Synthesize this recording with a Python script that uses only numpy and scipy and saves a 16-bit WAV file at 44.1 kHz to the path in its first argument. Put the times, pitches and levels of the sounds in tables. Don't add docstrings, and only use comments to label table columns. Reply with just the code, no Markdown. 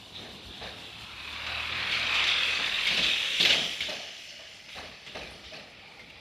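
import sys
import numpy as np
from scipy import signal
from scipy.fft import rfft, irfft, next_fast_len
from scipy.io import wavfile
from scipy.ndimage import map_coordinates

SR = 44100
rng = np.random.default_rng(int(sys.argv[2]) if len(sys.argv) > 2 else 0)


def unload_audio(sound):
    columns = np.transpose(np.atleast_2d(sound))
    steps = np.round(np.clip(columns, -1, 1) * 32767)
    wavfile.write(sys.argv[1], SR, steps.astype(np.int16))


N = 273552
TIME = np.arange(N) / SR


def amp(db):
    return 10 ** (np.asarray(db) / 20)


def unit(x):
    return x / np.sqrt(np.mean(x ** 2) + 1e-20)


def along(points, hz):
    f, v = np.transpose(points)
    return np.interp(np.log(hz + 1), np.log(f + 1), v)


def curves(rows):
    times, *columns = np.transpose(rows)
    return [np.interp(TIME, times, column) for column in columns]


def wobble(rate):
    return map_coordinates(rng.standard_normal(int(N * rate / SR) + 4), [TIME * rate])


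def noise():
    return rng.standard_normal((2, N))


def add(out, s, sound):
    start = round(s * SR)
    out[..., start:start + sound.shape[-1]] += sound[..., :N - start]


def filtered(x, response):
    n = x.shape[-1]
    padded = next_fast_len(n + 8192)
    return irfft(rfft(x, padded) * response(np.fft.rfftfreq(padded, 1 / SR)), padded)[..., :n]


# frequency in Hz, left-right correlation.
COHERENCE = [(4600, 1), (5300, .96), (6200, .82), (7600, .44), (14000, .42)]


def stereo(pair, response):
    def mid_and_side(hz):
        angle = np.arccos(np.clip(along(COHERENCE, hz), -1, 1)) / 2
        return response(hz) * np.array([np.cos(angle), np.sin(angle)])
    mid, side = filtered(pair, mid_and_side)
    return np.array([mid + side, mid - side])


def coloured(pair, spectrum):
    low_hz, high_hz = spectrum[0][0], spectrum[-1][0]
    skirts = lambda hz: 1 / (1 + (hz / high_hz) ** 12) / (1 + (low_hz / (hz + 1)) ** 6)
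    return unit(stereo(pair, lambda hz: amp(along(spectrum, hz)) * skirts(hz)))


def patchy(x, depth_db, bins, frames):
    spectra = signal.stft(x, nperseg=512)[2]
    grid = np.indices(spectra.shape[1:]) / np.array([bins, frames])[:, None, None]
    field = map_coordinates(rng.standard_normal(spectra.shape[1:]), grid, mode="mirror")
    return signal.istft(spectra * amp(depth_db * field), nperseg=512)[1][:, :N]


def resonance(x, centre_hz, gain_db, half_width_hz=170):
    return filtered(x, lambda hz: amp(gain_db / (1 + ((hz - centre_hz) / half_width_hz) ** 2)))


def swell(at_s, peak_db, rise_db_per_s, fall_db_per_s, crest_s=0.12):
    t = TIME - at_s
    slope = np.where(t < 0, rise_db_per_s, fall_db_per_s)
    return amp(peak_db - slope * (np.hypot(t, crest_s) - crest_s))


def bursts(events, smack=0, smack_s=0.0068):
    power, t = np.zeros(N), np.arange(SR) / SR
    for s, db, rise_s, t60 in events:
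        attack = (1 - np.exp(-t / rise_s)) * (1 + smack * np.exp(-t / smack_s))
        add(power, s, (amp(db) * attack * np.exp(-np.log(1000) * t / t60)) ** 2)
    return np.sqrt(power)


def rings(events, rise_s, rough):
    out, t = np.zeros(N), np.arange(SR // 4) / SR
    for s, db, hz, decay_s in events:
        stray = rough * np.sqrt(hz / SR) * np.cumsum(rng.standard_normal(len(t)))
        envelope = (1 - np.exp(-t / rise_s)) * np.exp(-t / decay_s)
        add(out, s, amp(db) * np.sqrt(2) * np.sin(2 * np.pi * hz * t + stray) * envelope)
    return out


def droplets(per_s, decay_s, spread_db, mix):
    candidates = 24000
    when, pitch, size, chance = rng.random((candidates, 4)).T
    live = chance < per_s * N / SR / candidates
    t = np.arange(256) / SR
    hz = 1000 * 6.5 ** pitch[live, None]
    gain = amp(-spread_db * np.log(np.maximum(size[live, None], .04))) * np.sqrt(hz)
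    pings = gain * np.sin(2 * np.pi * hz * t) * np.exp(-t / decay_s) * (1 - t / t[-1])
    samples = (when[live, None] * N).astype(int) + np.arange(len(t))
    drops = np.bincount(samples.ravel(), pings.ravel(), N)[:N]
    showers = np.array([drops, np.roll(drops, N // 2)])
    return np.sqrt(mix) * unit(showers) / 2 + np.sqrt(1 - mix) * noise()


# time in seconds, level in dB.
TRAFFIC_LEVEL = [(0, -55), (.45, -52.5), (.75, -52.5), (1.15, -58.5), (3.7, -59), (4.25, -66), (5.4, -58),
                 (5.9, -59.5), (6.2, -58)]
# frequency in Hz, relative density in dB.
MURMUR_SPECTRUM = [(90, -3), (130, -4), (190, -1.5), (260, -5.5), (350, -6.5), (480, -11.5), (700, -8.5)]
RUMBLE_SPECTRUM = [(38, -32), (58, -3), (78, -10.5), (100, -7.5), (140, -18)]


def traffic():
    air = patchy(noise(), depth_db=2, bins=2, frames=8)
    murmur = amp(0.28 * wobble(27)) * coloured(air, MURMUR_SPECTRUM)
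    rumble = amp(-6.5 + 4.0 * wobble(23)) * coloured(noise(), RUMBLE_SPECTRUM)
    return amp(curves(TRAFFIC_LEVEL)[0]) * (murmur + rumble)


# time in seconds, level in dB.
HISS_LEVEL = [(0, -49.5), (1.15, -43.5), (1.5, -34.5), (2.2, -27.5), (2.7, -29), (3.3, -30), (3.58, -28.5),
              (3.76, -37), (4.25, -45), (4.7, -48.5), (6.2, -50.5)]
# frequency in Hz, relative density in dB.
HISS_FAR = [(290, -39), (600, -28), (730, -3.5), (950, -6.5), (1350, -14), (1470, -11.5), (2010, -12.5),
            (2440, -11), (2750, -5.5), (3680, -1.5), (5100, -18.5), (9000, -39), (11700, -57),
            (19800, -120)]
HISS_COMING = [(210, -40), (350, -21), (587, -14.5), (980, -13), (1220, -10), (1480, -12), (1850, -12.5),
               (2580, -6), (3080, -11), (4090, -12), (5020, -24), (5670, -35), (9000, -51), (11700, -67),
               (19800, -120)]
HISS_BESIDE = [(350, -12.5), (520, -13.5), (900, -13), (1250, -7), (1850, -6.5), (2250, -0.5), (2680, 1.5),
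               (3050, -5.5), (3500, -2), (4200, -9.5), (4850, -13), (5250, -19.5), (5900, -18),
               (6400, -24.5), (9000, -26)]
HISS_ABREAST = [(420, -9.5), (800, -13), (1400, -11.5), (2000, -7.5), (2600, 0.5), (3100, -2.5),
                (3600, -0.5), (4200, -9), (4850, -15.5), (5300, -19), (6400, -24.5), (9000, -30)]
HISS_PAST = [(260, -38), (450, -18), (550, -15), (680, -24), (950, -19), (1240, -20), (1600, -13.5),
             (2210, -4.5), (2700, -2.5), (3180, -1.5), (3700, -2.5), (4410, -19), (5800, -16.5),
             (9000, -29), (11700, -60), (19800, -120)]
HISS_GOING = [(480, -13), (590, -1.5), (730, -14), (1000, -16.5), (1250, -17), (1850, -7), (2450, -5),
              (2900, -3.5), (3300, -4), (3950, -9.5), (4350, -7), (5200, -8), (7000, -16.5), (9000, -47)]
HISS_GONE = [(280, -48), (480, -5), (556, -13), (629, -5), (711, -12.5), (794, -3.5), (1030, -14),
             (1230, -11.5), (1660, -16.5), (2200, 4), (2810, -9.5), (4370, -12.5), (4700, -14.5),
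             (5120, -18), (9000, -57), (11700, -80), (19800, -120)]
# time in seconds, tread resonance in Hz, its gain in dB.
BEARINGS = [(.5, 3730, 1), (1.5, 2560, 2.5), (2.4, 2660, 1), (2.95, 3560, -2), (3.4, 3290, 2.5),
            (4.3, 2910, 5.5), (5.9, 2180, -9)]


def tyres(firing_phase):
    hiss_db, = curves(HISS_LEVEL)
    drops = droplets(per_s=2500, decay_s=0.0044, spread_db=2.5, mix=0.39)
    water = patchy(drops, depth_db=2, bins=1.97, frames=22)
    spectra = [HISS_FAR, HISS_COMING, HISS_BESIDE, HISS_ABREAST, HISS_PAST, HISS_GOING, HISS_GONE]
    hiss = np.zeros((2, N))
    for weights, spectrum, (_, tread_hz, tread_db) in zip(np.eye(len(spectra)), spectra, BEARINGS):
        crossfade = np.interp(TIME, np.transpose(BEARINGS)[0], weights)
        hiss += crossfade * coloured(resonance(water, tread_hz, tread_db), spectrum)
    hiss += clatter(hiss, firing_phase)
    return amp(hiss_db + 0.69 * wobble(24.97)) * hiss


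# frequency in Hz, relative density in dB.
MIST_SPECTRUM = [(3820, 2), (6500, -9.5), (7760, -12), (10700, -14), (12300, -18), (13700, -12),
                 (14200, -26)]


def mist():
    trail = swell(at_s=3.47, peak_db=-46.5, rise_db_per_s=5.5, fall_db_per_s=20.5)
    fizz = amp(-60.5 - 1.06 * TIME)
    spray = patchy(noise(), depth_db=1.5, bins=4, frames=6)
    return np.hypot(trail, fizz) * amp(1.4 * wobble(22.58)) * coloured(spray, MIST_SPECTRUM)


# start in seconds, level in dB,
# time to fall 60 dB in seconds.
SPRAY_BURSTS = [(.142, -45.5, 0.5), (.514, -49, 0.6), (1.325, -42, .6), (1.434, -33, .06),
                (1.463, -31, 0.1), (1.911, -32, 0.91), (1.993, -24, .05), (2.066, -25, .045),
                (2.139, -26.5, 0.46), (2.239, -15, 0.032), (2.265, -25.5, 0.23), (2.508, -26.5, 0.042),
                (2.675, -23, 0.051), (2.866, -25, 0.27), (2.968, -26, 0.46), (3.023, -25.5, 0.51),
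                (3.397, -23.5, 0.17), (3.426, -17, 0.081), (3.449, -13.5, 0.076), (3.465, -22.5, 0.23),
                (3.488, -23, 0.5), (3.501, -22.5, 0.14), (3.524, -23.5, 0.22), (3.805, -32.5, 0.65),
                (4.685, -46, 1), (4.721, -40.5, 0.16), (5.062, -46.5, 1), (5.435, -46.5, 0.85),
                (5.565, -61, .5), (5.992, -50, 0.2), (6.097, -46.5, .08)]
# frequency in Hz, relative density in dB.
SPRAY_SPECTRUM = [(1000, -13), (1700, -1.5), (2530, 3), (3040, 8.5), (3830, 5), (4070, -0.5), (4730, -3.5),
                  (5540, -9), (6440, -12), (8170, -20.5), (10700, -29.5), (12500, -24), (14000, -30)]


def splashes_and_smacks(rise_s=0.003):
    envelope = bursts((s, db, rise_s, t60) for s, db, t60 in SPRAY_BURSTS)
    grains = droplets(per_s=3000, decay_s=.002, spread_db=1, mix=.3)
    hiss = patchy(grains, depth_db=2.8, bins=2.5, frames=2.5)
    return envelope * amp(0.38 * wobble(110)) * coloured(hiss, SPRAY_SPECTRUM)


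# start in seconds, level in dB, centre in Hz, half-width in Hz,
# decay time in seconds.
WATER_TICKS = [(.148, -39, 3760, 400, 0.06), (.62, -40.5, 3750, 400, 0.037), (1.46, -61, 7000, 2500, .023),
               (2.264, -26, 3470, 350, 0.16), (3.036, -24, 3580, 400, 0.039),
               (3.398, -24, 4100, 700, 0.043), (3.399, -54, 12000, 2500, .1),
               (3.449, -45, 12640, 700, 0.017), (3.805, -31, 3500, 450, 0.016),
               (3.93, -51, 5800, 1200, .12), (4.293, -47, 5000, 1500, .02), (4.54, -59, 7500, 3000, .03),
               (4.69, -59.5, 9000, 4000, 0.16), (5.064, -56, 7040, 2200, 0.018),
               (5.11, -64, 9000, 3800, 0.23), (5.303, -57, 9800, 1800, 0.037), (5.44, -52, 4950, 800, 0.11)]


def ticks():
    out, t = np.zeros((2, N)), np.arange(SR) / SR
    for s, db, hz, half_width_hz, decay_s in WATER_TICKS:
        band = lambda f: np.exp(-((f - hz) / half_width_hz) ** 2)
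        burst = unit(stereo(rng.standard_normal((2, SR)), band))
        envelope = (1 - np.exp(-t / (0.12 * decay_s))) * np.exp(-t / decay_s)
        add(out, s, amp(db) * burst * envelope)
    return out


# start in seconds, body, thump and boom levels in dB, rise time in seconds,
# scuff and ring levels in dB, ring pitch in Hz.
THUD_HITS = [(.17, -43.5, -40.5, -76, 0.053, -46, -63, 625), (.611, -41, -55, -73, 0.01, -43, -55, 780),
             (2.587, -42.5, -48, -66, 0.006, -45, -48, 442),
             (2.905, -43.5, -43.5, -58, 0.0039, -28.5, -55, 607),
             (2.97, -40.5, -38.5, -45.5, 0.013, -43, -50, 568),
             (3.398, -43.5, -36, -58, 0.0032, -42, -42, 541),
             (3.447, -39.5, -60, -49.5, 0.0033, -39, -55, 606),
             (3.483, -36.5, -39.5, -56, 0.017, -29.5, -35, 663),
             (3.535, -46, -39.5, -57, 0.014, -40, -35.5, 545),
             (3.812, -53.5, -51, -59, 0.0047, -47, -54, 595),
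             (3.885, -43, -48, -68, 0.0024, -37, -32.5, 615), (3.98, -54, -60, -75, 0.019, -55, -47.5, 632),
             (4.392, -55, -75, -72, 0.0017, -61, -48.5, 654),
             (4.748, -46, -54, -53, 0.011, -42.5, -54, 580),
             (4.771, -45.5, -55, -53, 0.0054, -47, -52, 600), (4.832, -53, -62, -66, .004, -54, -51, 602),
             (5.063, -55, -53, -69, 0.012, -54, -67, 630), (5.148, -42.5, -45.5, -52, 0.002, -41, -39, 628),
             (5.2, -50, -48.5, -50, 0.025, -44, -52, 640),
             (5.518, -47.5, -49.5, -66, 0.016, -42, -41.5, 635),
             (6.11, -70, -63, -59, 0.011, -60, -64, 600)]
# frequency in Hz, relative density in dB.
BODY_SPECTRUM = [(300, -36), (420, 8.5), (510, 5.5), (595, 9.5), (660, 7), (730, 7.5), (900, 6)]
SLAP_SPECTRUM = [(700, -20), (880, -4), (1030, -3), (1220, 4), (1450, -4.5), (1720, 6), (2100, -1.5),
                 (2630, 3), (2950, -3)]
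SCUFF_SPECTRUM = [(1500, -7), (2000, -1.5), (2600, 5), (3300, -3), (4100, 2.5), (5000, -6), (6200, -12),
                  (7300, -23), (10000, -21), (14000, -28)]
LINGER_SPECTRUM = [(470, -13), (560, -3.5), (700, 2), (800, -5)]
THUMP_SPECTRUM = [(50, -32), (80, -19), (125, -7.5), (185, 1.5), (290, -2.5), (400, -4), (600, -5.5)]


def thuds(ring_decay_s=0.021, linger_rise_s=0.027, linger_t60=0.78):
    starts, body_db, thump_db, boom_db, rises, scuff_db, ring_db, ring_hz = np.transpose(THUD_HITS)

    def struck(levels_db, t60, smack=0):
        return bursts(((s, db, rise, t60) for s, db, rise in zip(starts, levels_db, rises)), smack)

    clusters = unit(amp(2 * wobble(110)))
    patter = patchy(noise(), depth_db=4, bins=3, frames=2)
    hollow = coloured(noise(), BODY_SPECTRUM)
    slap = clusters * coloured(patter, SLAP_SPECTRUM)
    body = struck(body_db, t60=0.66, smack=0.48) * (hollow + slap)
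    grains = droplets(per_s=1200, decay_s=.0009, spread_db=2.5, mix=.55)
    grit = patchy(grains, depth_db=3, bins=4, frames=2)
    scuff = struck(scuff_db, t60=0.63, smack=0.48) * clusters * coloured(grit, SCUFF_SPECTRUM)
    tones = [(s, db, hz, ring_decay_s) for s, db, hz in zip(starts, ring_db, ring_hz)]
    ring = rings(tones, rise_s=0.0039, rough=0.21)
    tails = bursts((s, db - 8.5, linger_rise_s, linger_t60) for s, db in zip(starts, ring_db))
    linger = tails * coloured(noise(), LINGER_SPECTRUM)
    thump = struck(thump_db, t60=0.72) * coloured(noise(), THUMP_SPECTRUM)
    boom = struck(boom_db, t60=0.72) * coloured(noise(), RUMBLE_SPECTRUM)
    return body + scuff + ring + linger + thump + boom


CLATTER_TIMES = [.6, 1.35, 2.7, 3.9]


def clatter(hiss, firing_phase, depth=.22, scatter_rad=.7):
    stroke = firing_phase + scatter_rad * wobble(24.89)
    pulse = np.sin(stroke) + 0.18 * np.sin(2 * stroke)
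    beat = depth * pulse * amp(0.38 * wobble(34.7))
    fade = np.interp(TIME, CLATTER_TIMES, [0, 1, 1, 0])
    return fade * beat * filtered(hiss, lambda hz: (hz > 1900) & (hz < 4800))


# time in seconds, levels of the first, second and third harmonics in dB.
EXHAUST_HARMONICS = [(0, -87, -88, -85), (.8, -80, -66, -63), (1.15, -75, -60, -62), (1.4, -72, -51, -60),
                     (1.72, -68, -50.5, -55.5), (1.9, -66, -56, -57), (2.06, -59, -54, -57.5),
                     (2.25, -61, -58, -72), (2.55, -63, -57.5, -75), (2.8, -60, -69.5, -80),
                     (4, -80, -88, -95)]


def exhaust(firing_phase):
    hum = np.zeros(N)
    for order, db in enumerate(curves(EXHAUST_HARMONICS), 1):
        gain = amp(db + 1.5 * wobble(11.26)) * np.sqrt(2)
        hum += gain * np.sin(order * firing_phase + 0.37 * wobble(11))
    return hum


def road_roar():
    envelope = swell(at_s=1.98, peak_db=-51.5, rise_db_per_s=21, fall_db_per_s=8.5)
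    return envelope * coloured(noise(), MURMUR_SPECTRUM)


# start in seconds, level in dB, pitch in Hz, decay time in seconds.
DRIP_PLINKS = [(2.867, -21.5, 2164, 0.01), (2.868, -50, 8100, .01), (3.407, -21.5, 3820, 0.013),
               (3.451, -20, 2070, 0.0044), (3.806, -20, 2230, 0.0047), (4.686, -43, 2520, .008),
               (5.063, -43, 2040, 0.016), (5.994, -42, 2100, 0.016), (6.099, -42, 2700, 0.0086)]


def drips():
    return rings(DRIP_PLINKS, rise_s=.0012, rough=0.45)


def scene():
    slow_hz, cruise_hz, waver_hz = 34, 43.2, 0.4
    pickup_at_s, pickup_s = 1.52, 0.378
    throttle = 1 / (1 + np.exp((pickup_at_s - TIME) / pickup_s))
    firing_hz = slow_hz + (cruise_hz - slow_hz) * throttle + waver_hz * wobble(6.07)
    firing_phase = 2 * np.pi * np.cumsum(firing_hz) / SR
    scooter = exhaust(firing_phase) + tyres(firing_phase) + road_roar() + mist()
    transients = splashes_and_smacks() + thuds() + ticks() + drips()
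    return scooter + transients + traffic()


def record(dry):
    return filtered(dry, lambda hz: hz < 14280)


dry = scene()
out = record(dry)
unload_audio(out)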